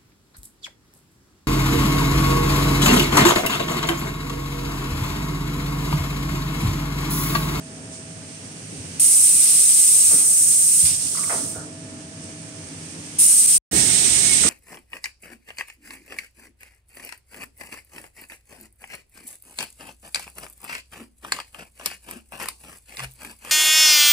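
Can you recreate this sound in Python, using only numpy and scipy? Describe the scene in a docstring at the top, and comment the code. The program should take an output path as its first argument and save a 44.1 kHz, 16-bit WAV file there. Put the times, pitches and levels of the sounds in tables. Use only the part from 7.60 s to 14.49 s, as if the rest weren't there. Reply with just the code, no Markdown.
"""A factory hall, the microphone in front of a cup-filling and packaging machine. Drives rumble and hum
behind a faint leak and soft puffs from the far exhaust. The filling head knocks, slides and lands,
ringing the steel frame. Loudest are the valves, dumping compressed air through a silencer that sings
near 8.7 kHz. After a short silence the microphone is at the machine's side, air blowing on the right."""
import sys
import numpy as np
from scipy import signal
from scipy.fft import rfft, irfft, next_fast_len
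from scipy.io import wavfile
from scipy.ndimage import uniform_filter1d, map_coordinates

SR = 44100
rng = np.random.default_rng(int(sys.argv[2]) if len(sys.argv) > 2 else 0)


def wav_record(signal):
    """Record a signal, one row per channel, as 16-bit PCM in the file named by sys.argv[1]."""
    frames = np.transpose(np.atleast_2d(signal))
    bounded = np.clip(frames, -1, 1)
    # unit amplitude maps onto the largest positive 16-bit level
    quanta = np.round(bounded * 32767).astype(np.int16)
    wavfile.write(sys.argv[1], SR, quanta)


N = 303849
CYCLE_S, FULL_PRESSURE_S = 4.19, 1.4   # the machine's period; when the first cycle vents
FRONT_END_S, SIDE_START_S = 5.979, 6.112   # silence between the two microphone positions


def from_db(db):
    """Decibels to gain."""
    return 10 ** (np.asarray(db) / 20)


def rms_one(x):
    """Scale so that the mean of the channels has rms 1."""
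    return x / np.sqrt(np.mean(np.atleast_2d(x).mean(axis=0) ** 2) + 1e-20)


def seconds():
    """Time of every sample."""
    return np.arange(N) / SR


def bins():
    """Frequencies on which steady noise is shaped."""
    return np.maximum(np.fft.rfftfreq(next_fast_len(N), 1 / SR), 1)


def across(points):
    """Rows of frequency and value, joined on a log-frequency axis."""
    hz, value = np.transpose(points)
    return np.interp(np.log(bins()), np.log(hz), value)


def ramp(start_s, length_s):
    """Rises from 0 to 1."""
    return np.clip((seconds() - start_s) / length_s, 0, 1)


def settling(start_s, settle_s):
    """Falls from 1 towards 0 after a start."""
    return np.exp(-np.maximum(seconds() - start_s, 0) / settle_s)


def envelope(start_s, length_s, attack_s, t60):
    """Attack, hold, then a steady fall in dB."""
    decay = np.clip((seconds() - start_s - length_s) / t60, 0, 2)
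    return ramp(start_s, attack_s) * from_db(-60 * decay)


def until_venting():
    """Seconds left until the line next reaches full pressure."""
    return (FULL_PRESSURE_S - seconds()) % CYCLE_S


def drift(rate_hz):
    """Slow random wander with spread 1."""
    step = 40
    pole = np.exp(-2 * np.pi * step * rate_hz / SR)
    white = rng.standard_normal(N // step + 2002)
    slow = signal.lfilter([1], [1, -2 * pole, pole * pole], white)[2000:]
    return np.interp(np.arange(N) / step, np.arange(len(slow)), rms_one(slow))


def panned(pan_db):
    """Left and right gains for a level difference."""
    return from_db(np.array([[1], [-1]]) * pan_db / 2)


def resonance(hz, width_hz):
    """Gain of one damped mode, 1 on top."""
    return 1 / np.hypot(1, (bins() ** 2 - hz ** 2) / (bins() * width_hz))


def bent(x, pitch):
    """A steady sound with its pitch scaled from moment to moment."""
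    position = np.cumsum(pitch) % (N - 1)
    return np.array([map_coordinates(channel, [position], order=3, mode="mirror") for channel in x])


# The hall at the stereo microphone. Each row: frequency in Hz, correlation of left and right.
HALL_LIKENESS = [(60, 0.95), (130, 1), (290, 0.81), (640, 0.59), (1400, -0.23), (3000, -0.017)]
def noise(gain, pan_db=0):
    """Steady stereo noise of a given colour, alike on both sides only in the bass."""
    mid, side = rfft(rng.standard_normal((2, next_fast_len(N))))
    alike = np.clip(across(HALL_LIKENESS), -1, 1)
    field = np.sqrt(1 + alike) * mid + np.sqrt(1 - alike) * side * np.array([[1], [-1]])
    return rms_one(irfft(field * gain * panned(pan_db), next_fast_len(N))[:, :N])


def steel_echoes(strength, latest_s, count=24):
    """Reflections off the steel plates comb the spectrum and shift its phase, differently per channel."""
    taps = np.zeros((2, next_fast_len(N)))
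    for channel in taps:
        gains = strength * rng.standard_normal(count) / np.sqrt(count)
        delays = (rng.uniform(.1, 1, count) * latest_s * SR).astype(int)
        channel[delays] = gains
    taps[:, 0] = 1
    return rfft(taps)


def air(spectrum, pan, flutter_db, echo, direct=0):
    """Fluttering air, coloured by outlet and echoes; a direct share takes short paths to the microphone."""
    colour = from_db(across(spectrum)) * np.abs(steel_echoes(echo, latest_s=.02))
    hiss = noise(colour, across(pan))
    if direct:
        paths = np.exp(1j * np.angle(steel_echoes(3, latest_s=.0015)))
        jet = rfft(rng.standard_normal(next_fast_len(N))) * colour * panned(across(pan))
        near = irfft(jet * paths, next_fast_len(N))[:, :N]
        hiss = np.sqrt(1 - direct) * hiss + np.sqrt(direct) * near * hiss.std() / near.std()
    return hiss * from_db(flutter_db * drift(16))


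# The drives, heard from the front. Each row: frequency in Hz, relative level in dB per Hz.
RUMBLE_SPECTRUM = [(22, -27.5), (38, -24.5), (54, -27), (70, -18.5), (92, -1), (107, 1), (130, -6.5),
                   (160, 0.5), (215, -7), (260, -0.5), (345, -11), (440, -10.5), (560, -16), (1050, -21.5),
                   (1800, -20), (3500, -51.5)]
def drive_rumble(advance_s=0.79, swell_db=1.5):
    """The drives rumble, swelling as the conveyor advances just before each cycle vents."""
    conveyor_speed = np.sin(np.pi * np.clip(until_venting() / advance_s, 0, 1))
    level_db = -41.5 + swell_db * conveyor_speed + drift(10)
    return from_db(level_db) * noise(from_db(across(RUMBLE_SPECTRUM)))


# Mains hum under the whole front view. Each row: frequency in Hz, relative level in dB.
HUM_TONES = [(53.8, -68), (107.7, -55.5), (161.5, -47.5)]
def mains_hum(phase_per_hz):
    """Three low harmonics, each wavering in level."""
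    tones = sum(from_db(db + 1.75 * drift(2.9)) * np.sin(hz * phase_per_hz) for hz, db in HUM_TONES)
    return from_db(-2.5) * tones


# The pump, faint at the microphone. Each row: frequency in Hz, relative level in dB.
PUMP_TONES = [(301.5, -48.5), (787, -70), (845, -80), (1739, -66)]
def pump(phase_per_hz, start_s=3.68):
    """A pump runs with unsteady tones after the head has landed."""
    tones = sum(from_db(db + 2.1 * drift(10)) * np.sin(hz * phase_per_hz + .5 * drift(7.7))
                for hz, db in PUMP_TONES)
    return from_db(-1.5) * tones * ramp(start_s, 0.11)


WHINE_HZ = 647
# One motor, heard from the front. Each row: start in seconds, length in seconds, level in dB.
MOTOR_SPELLS = [(-.3, 0.84, -52), (1.498, 2.1, -54), (3.547, 1.28, -52.5)]
def motor_whine(phase_per_hz):
    """A motor whines in every cycle, harder while the head comes down."""
    running = sum(from_db(db) * envelope(start_s, length_s, attack_s=0.23, t60=3)
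                  for start_s, length_s, db in MOTOR_SPELLS)
    return running * from_db(1.26 * drift(3.7)) * np.sin(WHINE_HZ * phase_per_hz)


def drives():
    """The background: rumble, and three tonal sources whose pitch wavers together with the supply."""
    rumble = drive_rumble()
    phase_per_hz = 2 * np.pi * np.cumsum(1 + 0.00233 * drift(4.95)) / SR
    tones = mains_hum(phase_per_hz) + pump(phase_per_hz) + motor_whine(phase_per_hz)
    return rumble + np.sqrt(2) * tones   # sine levels are rms


# Where the far exhaust sits. Each row: frequency in Hz, left over right in dB.
EXHAUST_PAN = [(1000, -1), (3000, -3), (5300, -7.5), (7500, -4), (9000, -4.5), (10500, 2)]
# Its leak, and the thin fizz on top. Each row: frequency in Hz, relative level in dB per Hz.
LEAK_SPECTRUM = [(800, -23), (1500, -16.5), (2300, -5.5), (3000, -7), (3800, -11), (5300, -6.5), (6200, -4),
                 (7200, -7), (8000, -3), (8650, 2), (9300, -3.5), (10800, -21.5), (12000, -47),
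                 (15000, -56)]
FIZZ_SPECTRUM = [(8000, -23), (10500, 9), (12000, -10), (13700, -7), (15400, -14)]
def leak(hiss_rise_db_per_s=4, fizz_rise_db_per_s=16):
    """The far exhaust leaks more, and more brightly, as the line recharges."""
    hiss = air(LEAK_SPECTRUM, EXHAUST_PAN, flutter_db=0.5, echo=0.27)
    fizz = noise(from_db(across(FIZZ_SPECTRUM)))
    hiss_db = -41 - hiss_rise_db_per_s * until_venting()
    fizz_db = -56.5 - fizz_rise_db_per_s * until_venting()
    return from_db(hiss_db) * hiss + from_db(fizz_db) * fizz


# Air puffed from the same far outlet. Each row: frequency in Hz, relative level in dB per Hz.
PUFF_SPECTRUM = [(1500, -24), (2800, -16.5), (3800, -14.5), (5400, -7), (6200, -4.5), (7200, -5.5),
                 (8000, 0), (8550, 4.5), (9200, -0.5), (10000, -22), (11700, -42), (15000, -49)]
# Each row: start, length, attack and 60 dB decay time in seconds, level in dB.
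EXHAUST_PUFFS = [(0.3, 0.04, 0.053, 0.38, -38.5), (3.23, 0.11, 0.034, 0.98, -22.5),
                 (3.352, 0.41, 0.1, 1.1, -29.5), (4.6, 0.041, 0.055, 0.23, -40)]
def puffs():
    """Soft puffs from the far exhaust, the longest while the head comes down."""
    power = sum((from_db(db) * envelope(start_s, length_s, attack_s, t60)) ** 2
                for start_s, length_s, attack_s, t60, db in EXHAUST_PUFFS)
    flutter = from_db(0.99 * drift(21))
    return np.sqrt(power) * flutter * noise(from_db(across(PUFF_SPECTRUM)), across(EXHAUST_PAN))


# At the machine's side, close on the right. Each row: frequency in Hz, left over right in dB.
CLOSE_PAN = [(100, -5), (2400, -6), (4400, -10.5), (8100, -8.5), (11000, -5.5)]
# The silencer from there. Each row: frequency in Hz, relative level in dB per Hz.
SIDE_AIR_SPECTRUM = [(900, -27), (1650, -23.5), (2150, -15), (2900, -15.5), (3900, -13.5), (4700, -15),
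                     (5500, -10.5), (7400, -9), (8000, -2.5), (8400, 1.5), (9000, -2.5), (9700, -11.5),
                     (10900, -16), (11800, -32), (15000, -50)]
# Whistles in that air. Each row: frequency in Hz, width in Hz, relative level in dB.
SIDE_WHISTLES = [(1865, 60, -46.5), (2180, 28, -47), (2940, 13, -48), (5230, 300, -41), (6300, 130, -41),
                 (6940, 16, -48), (8310, 30, -39)]
def side_air(rise_s=0.068):
    """From the side the silencer's air is a broader, faintly whistling hiss."""
    level = from_db(-19) * ramp(SIDE_START_S, rise_s) ** .5
    hiss = air(SIDE_AIR_SPECTRUM, CLOSE_PAN, flutter_db=0.57, echo=0.41)
    whistle_power = sum((from_db(db) * resonance(hz, width_hz) ** 2) ** 2 / width_hz
                        for hz, width_hz, db in SIDE_WHISTLES)
    whistle_level = np.linalg.norm([from_db(db) for _, _, db in SIDE_WHISTLES])
    return level * hiss + whistle_level * noise(np.sqrt(whistle_power), across(CLOSE_PAN))


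# The drives, close on the right. Each row: frequency in Hz, relative level in dB per Hz.
SIDE_RUMBLE_SPECTRUM = [(22, -16.5), (36, -8), (52, -2), (75, -3), (110, -2.5), (200, -3), (400, -7),
                        (520, -19), (800, -15.5), (1050, -25.5), (1700, -15), (3000, -22.5)]
def side_drives(left_lag_rad=1.8, surge_db=7.5):
    """From the side the rumble starts louder and settles; the whine reaches the channels out of phase."""
    phase = 2 * np.pi * WHINE_HZ * seconds() + 0.55 * drift(5.1)
    whine = np.sqrt(2) * from_db(-51 + 2 * drift(6.1)) * np.sin([phase - left_lag_rad, phase])
    rumble = noise(from_db(across(SIDE_RUMBLE_SPECTRUM)), across(CLOSE_PAN))
    rumble_db = -32.5 + surge_db * settling(SIDE_START_S, 0.099)
    return whine + from_db(rumble_db) * rumble


# The head sliding on its guides, heard from both positions.
# Each row: start in seconds, length in seconds, level in dB, frequency in Hz, width in Hz.
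GUIDE_RUBS = [(3.547, 0.0045, -37, 1190, 270), (3.567, 0.017, -36.5, 1110, 260),
              (3.568, 0.014, -43, 2010, 380), (3.57, 0.0076, -35, 5000, 600),
              (3.588, 0.094, -41, 1200, 300), (3.632, 0.012, -39.5, 2030, 380),
              (3.948, 0.094, -46, 1380, 220), (6.168, 0.064, -39, 2230, 70), (6.625, 0.18, -43, 2180, 60),
              (6.67, 0.09, -42, 2196, 60)]
def rubs(attack_s=.003, release_s=0.011):
    """Sliding guides stick and slip, each jerk exciting one resonance for a moment."""
    out = np.zeros((2, N))
    friction = rng.standard_normal((2, N))
    slips = from_db(1.1 * drift(60))
    for start_s, length_s, db, hz, width_hz in GUIDE_RUBS:
        start = int(start_s * SR)
        span = slice(start, min(start + SR // 4, N))
        peak = signal.iirpeak(hz, hz / width_hz, fs=SR)
        rasp = rms_one(signal.lfilter(*peak, signal.lfilter(*peak, friction[:, span])))
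        t = np.arange(rasp.shape[1]) / SR
        stroke = np.clip(t / attack_s, 0, 1) * np.clip(1 - (t - length_s) / release_s, 0, 1)
        out[:, span] += from_db(db) * stroke * rasp
    return out * slips


# The steel frame's modes. Each row: frequency in Hz, width in Hz, relative level in dB.
FRAME_MODES = [(89.2, 12, 5.5), (154, 54, -1), (289, 92, 1), (454, 134, -1.5), (660, 140, -2.5),
               (903, 130, -6.5), (1150, 210, -7), (1350, 310, -7), (2020, 780, -9.5), (2530, 300, -13),
               (3250, 500, -17)]
# Blows on the frame, heard from both positions.
# Each row: start in seconds, relative level in dB, contact brightness in Hz, 60 dB decay in seconds.
FRAME_BLOWS = [(1.122, -26, 300, 0.78), (1.189, -26.5, 132, 0.83), (1.735, -15.5, 171, 0.14),
               (2.511, -21.5, 1980, 0.83), (2.527, -15, 506, 0.4), (2.531, -38, 1900, 0.37),
               (3.224, -14.5, 133, 0.34), (3.31, -27, 208, 0.5), (3.45, -26.5, 201, 0.24),
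               (3.578, -29.5, 232, 0.51), (3.695, -14.5, 2260, 0.31), (3.723, -19.5, 1560, 0.49),
               (3.725, -28.5, 4860, 0.36), (3.749, -22.5, 750, 0.78), (3.822, -23, 380, 0.49),
               (3.957, -28.5, 875, 0.65), (3.969, -24, 200, 0.26), (6.129, -20, 378, 0.83),
               (6.833, -18, 3500, 0.55), (6.847, -13.5, 445, 0.24)]
def knocks(contact_cycles=0.85):
    """Each blow sets the frame's crowded modes ringing; soft contacts are slower and reach only low ones."""
    mode_power = sum(from_db(db) ** 2 * resonance(hz, width_hz) ** 4 for hz, width_hz, db in FRAME_MODES)
    body = noise(np.sqrt(mode_power))
    out = np.zeros((2, N))
    for start_s, db, bright_hz, t60 in FRAME_BLOWS:
        start = int(start_s * SR)
        span = slice(start, min(start + SR // 2, N))
        contact = signal.butter(2, [bright_hz / 3.28, bright_hz], "band", fs=SR, output="sos")
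        ring = signal.sosfilt(contact, body[:, span])
        ring /= ring[:, :int(t60 * SR / 3)].std()   # unit level where the first 20 dB of decay will fall
        attack = ramp(start_s, contact_cycles / bright_hz)[span]
        t = np.arange(ring.shape[1]) / SR
        out[:, span] += ring * attack * from_db(db - 10 - 60 * t / t60)
    return out


# Nozzle and silencer, almost straight ahead. Each row: frequency in Hz, left over right in dB.
VENT_PAN = [(2500, 1), (5500, -2), (8500, -1.5), (10500, 1), (14000, -0.5)]
def nozzle(hz=6616.5, width_hz=168):
    """The nozzle whistles late in the long venting, narrow and airy, below the silencer's note."""
    level = from_db(-33) * envelope(start_s=2, length_s=1.08, attack_s=.08, t60=.3)
    return level * noise(resonance(hz, width_hz) ** 2, across(VENT_PAN))


# Silencer and jet from the front. Each row: frequency in Hz, relative level in dB per Hz.
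SILENCER_SPECTRUM = [(2500, -39), (4300, -41), (5200, -20.5), (5800, -17), (6600, -14), (7250, -15.5),
                     (7900, -6.5), (8200, -3), (8700, 0), (9050, -2), (9500, -5.5), (10500, -12),
                     (11900, -20.5), (15400, -24)]
RUSH_SPECTRUM = [(700, -12.5), (1700, -12.5), (2300, -2), (2900, -1), (3700, 0.5), (4700, 3.5), (5500, 5.5),
                 (8000, -26.5)]
# Swells of the flow. Each row: time in seconds, change of the silencer in dB, change of the rush in dB.
FLOW_SWELLS = [(1.4, 0.3, 1), (1.65, 0, 1.5), (1.76, -0.9, 2), (1.88, 0, 4), (1.98, -1, 2),
               (2.37, 0.5, 0.5), (2.52, -0.9, 1), (2.66, 0.5, -1), (2.9, 0.1, -1.7), (3.0, -.5, -1.5),
               (3.17, 0, -2.5), (3.3, 0, 5), (3.75, 1, -3), (3.86, -5, -7), (3.95, -3.5, -1), (5.6, 1.5, 0),
               (5.74, -0.5, 1), (5.95, -0.5, 1)]
# The level dips briefly. Each row: start in seconds, change in dB, recovery in seconds.
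LEVEL_DIPS = [(1.785, -5, 0.006), (5.864, -19, 0.0056)]
# Valves venting in front of the microphone. Each row: start, length, attack and 60 dB decay time
# in seconds, then silencer level, rush level and left over right in dB.
VALVE_BLASTS = [(1.395, 1.194, 0.0028, 0.43, -10, -30.5, -0.4), (2.586, 0.648, 0.063, 0.62, -12, -31, -1),
                (3.248, 0.0095, .005, 0.24, -7, -23, -3), (3.378, 0.53, 0.049, 0.34, -28.5, -51, -3.5),
                (5.584, 0.38, 0.0067, 0.17, -9.5, -27.7, 0)]
def blasts(sharp_share=.045, pitch_settle_s=.13):
    """Each valve opens, the flow builds, swells and dies; the silencer sings over the jet's duller rush."""
    song_power, rush_power = 0, 0
    for start_s, length_s, attack_s, t60, song_db, rush_db, pan_db in VALVE_BLASTS:
        valve = envelope(start_s, length_s, attack_s, t60) * panned(pan_db)
        # the flow starts weak, and the rush takes longer to build than the song
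        song_power += (valve * from_db(song_db - 8 * settling(start_s, 0.06))) ** 2
        rush_power += (valve * from_db(rush_db - 6.5 * settling(start_s, 0.22))) ** 2
    times, *swells_db = np.transpose(FLOW_SWELLS)
    song_swell, rush_swell = [from_db(np.interp(seconds(), times, db)) for db in swells_db]
    # once a cycle the silencer starts sharp and sinks to its pitch
    since_open_s = (seconds() - FULL_PRESSURE_S + .02) % CYCLE_S
    pitch = 1 + sharp_share * np.exp(-since_open_s / pitch_settle_s) + .005 * drift(2)
    song = bent(air(SILENCER_SPECTRUM, VENT_PAN, flutter_db=.5, echo=0.89, direct=.27), pitch)
    rush = air(RUSH_SPECTRUM, VENT_PAN, flutter_db=.9, echo=3.5, direct=.27)
    dip = from_db(sum(db * (seconds() > start_s) * settling(start_s, recovery_s)
                      for start_s, db, recovery_s in LEVEL_DIPS))
    return dip * (np.sqrt(song_power) * song_swell * song + np.sqrt(rush_power) * rush_swell * rush)


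def scene():
    """The microphone in front of the machine, a short silence, then at its side."""
    contacts = knocks() + rubs()
    front = blasts() + nozzle() + leak() + puffs() + drives() + contacts
    contacts_on_right = contacts * from_db([[-3], [2.2]])
    side = from_db(4.5) * (side_air() + side_drives() + contacts_on_right)
    fade_out = 1 - ramp(FRONT_END_S, 0.0022)
    fade_in = ramp(SIDE_START_S, 0.057) ** 0.37
    return front * fade_out + side * fade_in


def gain_control(x, knee_db=-26.5, cut_share=0.32, attack_s=0.055, release_db_per_s=30):
    """Loud air turns the recorder's gain down, so the drives sink under each blast and come back after."""
    power = uniform_filter1d(x.mean(axis=0) ** 2, size=441)
    level_db = 10 * np.log10(np.maximum(power, 1e-12))
    wanted_cut_db = cut_share * np.maximum(level_db - knee_db, 0)
    recovery_db = release_db_per_s * seconds()
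    held_cut_db = np.maximum.accumulate(wanted_cut_db + recovery_db) - recovery_db
    pole = np.exp(-1 / (attack_s * SR))
    return x * from_db(-signal.lfilter([1 - pole], [1, -pole], held_cut_db))


def record(dry):
    """The microphone drops the deepest bass; the recorder rides the gain, rounds peaks and cuts the top."""
    low_cut_hz, high_cut_hz, headroom = 46, 15600, .8
    low_cut = signal.butter(4, low_cut_hz, "high", fs=SR, output="sos")
    high_cut = signal.ellip(10, .1, 90, high_cut_hz, fs=SR, output="sos")
    ridden = gain_control(signal.sosfilt(low_cut, dry))
    rounded = ridden / (1 + (ridden / headroom) ** 8) ** (1 / 8)
    return signal.sosfilt(high_cut, rounded)


dry = scene()
out = record(dry)
wav_record(out)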